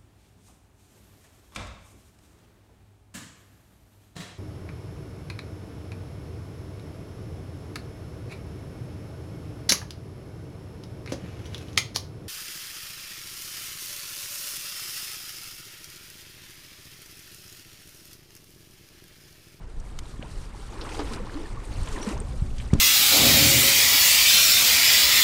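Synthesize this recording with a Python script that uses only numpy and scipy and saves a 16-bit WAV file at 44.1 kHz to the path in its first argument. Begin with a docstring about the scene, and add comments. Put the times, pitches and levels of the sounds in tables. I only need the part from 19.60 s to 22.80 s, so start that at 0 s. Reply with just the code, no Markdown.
"""Wind rumbles on a cased microphone on board a small sailing kayak running through choppy water.
Waves wash along the hull: flickering noise bands, with swarms of short sines as froth and spray.
Close by, single bubbles, drops and ticks sound low to high, and short noise bursts splash the deck.
The paddle knocks the deck: soft pushes set the modes of the hull ringing."""
import sys
import numpy as np
from scipy import signal
from scipy.io import wavfile

SR = 44100
rng = np.random.default_rng(int(sys.argv[2]) if len(sys.argv) > 2 else 0)


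def wav_out(sig):
    """Save sig, one row per channel (or a flat mono array), as 16-bit PCM at SR to the path in sys.argv[1]."""
    wavfile.write(sys.argv[1], SR, np.round(np.clip(np.atleast_2d(sig).T, -1, 1) * 32767).astype(np.int16))


N = 141120  # length in samples


def amp(db):
    """Decibels to amplitude factor."""
    return 10 ** (np.asarray(db) / 20)


def rms_one(x):
    """Scale a signal to an rms of 1."""
    return x / np.sqrt(np.mean(x ** 2) + 1e-20)


def in_time(rows):
    """Draw each column as straight lines over time, one value a sample."""
    times, *columns = np.transpose(rows)
    return [np.interp(np.arange(N) / SR, times, column) for column in columns]


def at_hz(spectrum, hz):
    """Read a spectrum's level in dB, along straight lines over log frequency."""
    points_hz, points_db = np.array(spectrum).T
    return np.interp(np.log(hz), np.log(points_hz), points_db)


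def add(out, start_s, sound):
    """Mix a sound in at its start time, cut at the end of the scene."""
    i = int(start_s * SR)
    out[i:i + len(sound)] += sound[:max(len(out) - i, 0)]


def drift(rate_hz):
    """Slow chance of spread 1: noise through a two-pole low-pass with its poles at rate_hz."""
    step = 40  # samples between the computed points
    pole = np.exp(-2 * np.pi * rate_hz * step / SR)
    white = rng.standard_normal(N // step + 2002)
    slow = signal.lfilter([1], [1, -2 * pole, pole * pole], white)[2000:]  # settled part
    return np.interp(np.arange(N) / step, np.arange(len(slow)), rms_one(slow))


def banded_noise(spectrum, shared_db, own_db, rate_hz):
    """Third-octave bands of noise that flicker together and alone; rms 1."""
    low, high = spectrum[0][0], min(spectrum[-1][0], 17000)
    edges = np.geomspace(low, high, int(3 * np.log2(high / low)) + 1)
    together = drift(rate_hz)
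    white = rng.standard_normal((2, N + SR // 2))  # neighbouring bands use different noise
    out = 0
    for k, (a, b) in enumerate(zip(edges, edges[1:])):
        sos = signal.butter(2, [a, b], "band", fs=SR, output="sos")
        band = signal.sosfilt(sos, white[k % 2])[-N:]
        band_db = at_hz(spectrum, np.sqrt(a * b)) + shared_db * together + own_db * drift(rate_hz)
        out = out + band * amp(band_db)
    return rms_one(out)


def wind():
    """Lumpy wind rumble on the microphone case, its colour nearly steady."""
    # wind buffeting: t/s, level/dB
    buffeting = [(0, -34.5), (.11, -39), (.22, -34), (.45, -36), (.6, -34), (.8, -34), (.92, -38),
                 (1.12, -37), (1.33, -36.5), (1.47, -31), (1.75, -38), (1.96, -32), (2.05, -36.5),
                 (2.18, -24), (2.3, -33), (2.45, -38.5), (2.55, -29.5), (2.65, -29), (2.78, -29),
                 (2.95, -29.5), (3.06, -29), (3.11, -34.5), (3.2, -20.5)]
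    # colour of the rumble: f/Hz, relative level/dB per Hz
    wind_colour = [(8.8, -24), (15, 2.5), (27, -0.5), (44, -3.5), (110, -13.5), (227, -25.5), (350, -32),
                   (460, -34.5), (770, -35.5)]
    edge_hz, upper_slope, pivot_db = 28, 0.043, -42  # upper part gains 0.043 dB per dB above pivot
    level_db, = in_time(buffeting)
    rumble = banded_noise(wind_colour, shared_db=1.0, own_db=1.0, rate_hz=9.9)
    deep = signal.sosfiltfilt(signal.butter(1, edge_hz, fs=SR, output="sos"), rumble)
    upper = rumble - deep
    return amp(level_db) * (deep + amp(upper_slope * (level_db - pivot_db)) * upper)


def knocks():
    """A soft push of a few milliseconds sets the modes of the hull ringing."""
    # paddle knocks, before hull and case: t/s, level/dB, contact/s, direction (+1 or -1)
    knock_rows = [(0.5935, -28, 0.0032, 1), (2.682, -21, 0.011, 1), (2.8195, -9, 0.0076, -1),
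                  (3.132, -9, 0.0029, 1), (3.1351, -11.5, 0.0034, -1), (3.142, -24, 0.0038, 1),
                  (3.151, -20, 0.0021, -1), (3.158, -24.5, 0.0028, -1)]
    # hull modes: f/Hz, relative level/dB, t60/s
    hull_modes = [(75, -2, 0.059), (120, -5, 0.04), (168, 2.5, 0.021), (226.2, -12, 0.3), (278, -9, 0.11),
                  (356, -22.5, 0.09), (476, -16, 0.094), (780, -19, .04)]
    out, t = np.zeros(N), np.arange(SR // 3) / SR
    ringing = sum(amp(db - 60 * t / t60) * np.cos(2 * np.pi * hz * t) for hz, db, t60 in hull_modes)
    for start_s, db, contact_s, direction in knock_rows:
        push = np.sin(np.pi * np.arange(0, contact_s, 1 / SR) / contact_s) ** 2
        push = push / push.sum()
        add(out, start_s, np.sign(direction) * amp(db) * np.convolve(ringing, push))
    return out


def splashes():
    """Water landing on the deck: band-limited noise that swells suddenly and dies fast."""
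    # splashes, levels before envelope, band and case: t/s, level/dB, low f/Hz, high f/Hz, t60/s
    splash_rows = [(0.199, -44, 4360, 10300, 0.027), (0.3885, -28, 855, 15000, 0.024),
                   (.625, -34.5, 200, 3320, 0.021), (1.211, -36.5, 2630, 5360, 0.077),
                   (1.29, -35, 1300, 3960, 0.027), (1.346, -37, 1970, 4970, 0.026),
                   (1.3911, -31, 244, 1380, 0.14), (1.39, -35.5, 2700, 5400, 0.056),
                   (1.401, -38.5, 1980, 5460, 0.055), (1.534, -33.5, 1190, 5290, 0.036),
                   (1.544, -40, 8000, 14500, 0.026), (2.272, -35.5, 990, 3800, 0.054),
                   (2.286, -33, 6000, 10000, 0.018), (2.324, -37, 4000, 10200, 0.061),
                   (2.427, -33, 1500, 3960, 0.021), (2.488, -30, 1490, 11200, 0.038),
                   (2.515, -40, 3960, 8850, 0.02), (2.576, -40, 3480, 8000, 0.018),
                   (2.981, -38, 1650, 8900, 0.049), (2.999, -37, 1510, 3500, 0.049),
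                   (3.129, -32.5, 296, 1520, 0.071), (3.135, -25.5, 2230, 10400, 0.023)]
    rise_share = 0.04  # swelling time as a share of t60
    out, t = np.zeros(N), np.arange(SR // 4) / SR
    noises = rng.standard_normal((len(splash_rows), len(t)))
    for (start_s, db, low, high, t60), noise in zip(splash_rows, noises):
        swell = np.minimum(1, 0.045 + t / (rise_share * t60))
        burst = noise * amp(db - 60 * t / t60) * swell
        sos = signal.butter(3, [low, min(high, 19000)], "band", fs=SR, output="sos")
        width_gain = np.sqrt(SR / 2 / (high - low))  # makes up for the power outside the band
        add(out, start_s, signal.sosfilt(sos, burst) * width_gain)
    return out


def play_bubbles(rows):
    """Each bubble swells within a cycle or two and dies as a gliding, wavering, fluttering sine."""
    wobble_octaves, wobble_s = 0.073, 0.00402  # pitch unrest, and how long it holds
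    flutter_db, flutter_cycles = 2.2, 1.6  # random level unrest, roughening the tone
    swell_cycles = 0.9  # time constant of the onset
    out, unrest = np.zeros(N), rng.standard_normal(4096)
    places = np.arange(len(unrest))
    for start_s, db, hz, t60, rise_octaves in rows:
        t = np.arange(int(max(t60, .001) * SR)) / SR
        # the start time picks each bubble's place in the shared unrest
        wander = np.interp(start_s * 1000 + t / wobble_s, places, unrest)
        pitch_hz = hz * 2 ** (rise_octaves * t / t60 + wobble_octaves * wander)
        phase = 2 * np.pi * np.cumsum(pitch_hz) / SR
        flutter = np.interp(start_s * 1000 % 3000 + t * hz / flutter_cycles, places, unrest[::-1])
        level = amp(db - 60 * t / t60 + flutter_db * flutter)
        swell = 1 - np.exp(-t * hz / swell_cycles)
        add(out, start_s, level * swell * np.sin(phase))
    return out


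def single_bubbles():
    """Single bubbles, drops and ticks, low to high, each a decaying sine of its own pitch."""
    # bubbles, before swell, unrest and case: t/s, level/dB, start f/Hz, t60/s, rise/octaves over t60
    bubble_rows = [(.617, -45, 1650, .03, .2), (.6255, -37.5, 2920, 0.012, 0.5),
                   (.628, -29, 500, 0.036, 1.9), (1.212, -31.5, 4000, 0.016, 0),
                   (1.217, -38, 456, 0.12, 0.5), (1.247, -37, 1024, 0.11, 4.5),
                   (1.318, -31, 2460, 0.018, 0.9), (1.33, -38, 456, 0.061, -7.5),
                   (1.345, -35.5, 3400, 0.022, -1), (1.394, -26.5, 296, 0.22, -.3),
                   (1.392, -22.5, 437, 0.065, -0.5), (1.39, -28.5, 957, 0.054, -2.2),
                   (1.401, -37, 766, .06, -1.5), (1.512, -29.5, 231, 0.15, -0.1),
                   (1.512, -36.5, 1010, 0.11, 0.5), (1.539, -42, 4850, 0.026, 0.3),
                   (1.598, -28, 453, 0.066, 0.4), (1.6, -34.5, 198, 0.29, 0.2),
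                   (1.696, -31.5, 1530, 0.02, 1.5), (1.741, -40, 4400, 0.024, 0),
                   (1.754, -25, 279.8, 0.21, 1.45), (1.81, -34, 281, 0.19, 0.99),
                   (1.855, -37, 1810, 0.05, -0.21), (1.971, -36, 1175, 0.083, -0.3),
                   (2.042, -39, 9500, 0.013, -1), (2.053, -31.5, 9100, 0.012, 0),
                   (2.233, -29.5, 8900, 0.013, -0.5), (2.274, -41, 1023, .07, 1),
                   (2.352, -31, 260, 0.15, 2.7), (2.362, -34, 1930, 0.06, -1.2), (2.4, -29, 234, 0.16, 3.7),
                   (2.401, -38.5, 900, 0.13, 0.6), (2.416, -38, 5320, 0.14, 0.8),
                   (2.43, -23.5, 9040, 0.0089, -0.15), (2.432, -38, 5900, 0.083, -0.5),
                   (2.471, -15.5, 221, 0.084, -0.55), (2.488, -45, 4260, 0.034, 3.5),
                   (2.506, -24, 240.5, 0.13, 3.5), (2.33, -39.5, 449, .12, -0.5),
                   (2.565, -34.5, 826, 0.07, 2), (2.602, -22, 8300, 0.011, 0.4),
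                   (2.61, -36, 369, 0.16, 2.5), (2.735, -36, 474, 0.098, 0),
                   (3.102, -41.5, 2020, 0.064, 0.5)]
    return play_bubbles(bubble_rows)


def swarm(per_s, vigour_db, spectrum, low_hz, high_hz, t60_cycles, top_rise, spread_db):
    """Random bubbles spread in log pitch, denser as the wave rises, a few much louder; rms 1."""
    crest_db, thinning = -45, 1.1  # below the crest the grains thin out, in dB per dB
    clump_db, clump_hz = 6, 15  # grains come in bunches
    draws = rng.random((4000, 5))[:int(np.clip(per_s * N / SR, 1, 4000))]
    chance = amp(thinning * (vigour_db - crest_db) + clump_db * (drift(clump_hz) - 1))
    born = draws[:, -1] < chance[(draws[:, 0] * N).astype(int)]
    place, pitch, size, vary, _ = draws[born].T
    hz = low_hz * (high_hz / low_hz) ** pitch
    size_db = -spread_db * np.log(np.maximum(size, .06))
    db = at_hz(spectrum, hz) + 10 * np.log10(hz) + size_db
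    t60 = t60_cycles * (.5 + vary) / hz
    return rms_one(play_bubbles(zip(place * N / SR, db, hz, t60, top_rise * vary ** 2)))


def wash():
    """Waves rushing along the hull: smooth noise with bubbling froth below and spray above."""
    # the waves on the hull, before the shares below: t/s, body level/dB, hiss level/dB
    wave_levels = [(0, -55, -63), (.3, -54.5, -56.5), (.55, -54.5, -54), (.66, -51, -59), (.72, -53.5, -51),
                   (.85, -52.5, -50.5), (.92, -51.5, -62), (.98, -51.5, -52.5), (1.06, -51, -51.5),
                   (1.15, -46, -52), (1.3, -43.5, -49.5), (1.38, -43.5, -46), (1.45, -43.5, -50),
                   (1.53, -43.5, -45.5), (1.6, -45.5, -55), (1.9, -47.5, -53.5), (2.02, -48.5, -54.5),
                   (2.12, -48.5, -51), (2.28, -43.5, -46.5), (2.4, -41.5, -48), (2.49, -41, -43.5),
                   (2.58, -46, -55.5), (2.66, -51, -53), (2.94, -56, -53.5), (3.02, -53.5, -51),
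                   (3.11, -54, -52.5), (3.16, -45.5, -51.5), (3.2, -59, -46.5)]
    # colour of the body and froth: f/Hz, relative level/dB per Hz
    body_colour = [(88, -43), (150, -30), (200, -6.5), (298, -2.5), (454, -2), (640, -12), (850, -3.5),
                   (1050, -5), (1360, -10), (2270, -15), (3500, -21.5), (4550, -27), (7700, -120)]
    # colour of the hiss and spray: f/Hz, relative level/dB per Hz
    hiss_colour = [(1180, 7), (2000, -2.5), (3020, -1.5), (4240, -1), (5930, -3), (7200, -4.5),
                   (8530, -2.5), (15000, -28.5)]
    body_share_db, froth_share_db, hiss_share_db, spray_share_db = -1, -1, -2, -5.5
    body_db, hiss_db = in_time(wave_levels)
    body = banded_noise(body_colour, shared_db=1.0, own_db=0.5, rate_hz=16.0)
    # per_s counts the candidates; t60_cycles is the mean, top_rise the largest in octaves
    froth = swarm(900, body_db, body_colour, low_hz=194.8, high_hz=3324,
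                  t60_cycles=23.49, top_rise=0.812, spread_db=2.75)
    hiss = banded_noise(hiss_colour, shared_db=1.5, own_db=1.24, rate_hz=17.0)
    spray = swarm(1200, body_db, hiss_colour, low_hz=1946, high_hz=10200,
                  t60_cycles=33, top_rise=0.236, spread_db=1.4)
    lower = amp(body_share_db) * body + amp(froth_share_db) * froth
    upper = amp(hiss_share_db) * hiss + amp(spray_share_db) * spray
    return amp(body_db) * lower + amp(hiss_db) * upper


def scene():
    """Wind and wash, with the close sounds dulled by the microphone case."""
    case_cut_hz = 7800
    near = knocks() + splashes() + single_bubbles()
    near = signal.sosfilt(signal.butter(3, case_cut_hz, fs=SR, output="sos"), near)
    return (wind() + near + wash())[None]


def record(dry):
    """A steep low-pass cuts the top, 60 dB down from 15410 Hz upward."""
    return signal.sosfilt(signal.cheby2(14, 60, 15410, fs=SR, output="sos"), dry)


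dry = scene()
out = record(dry)
wav_out(out)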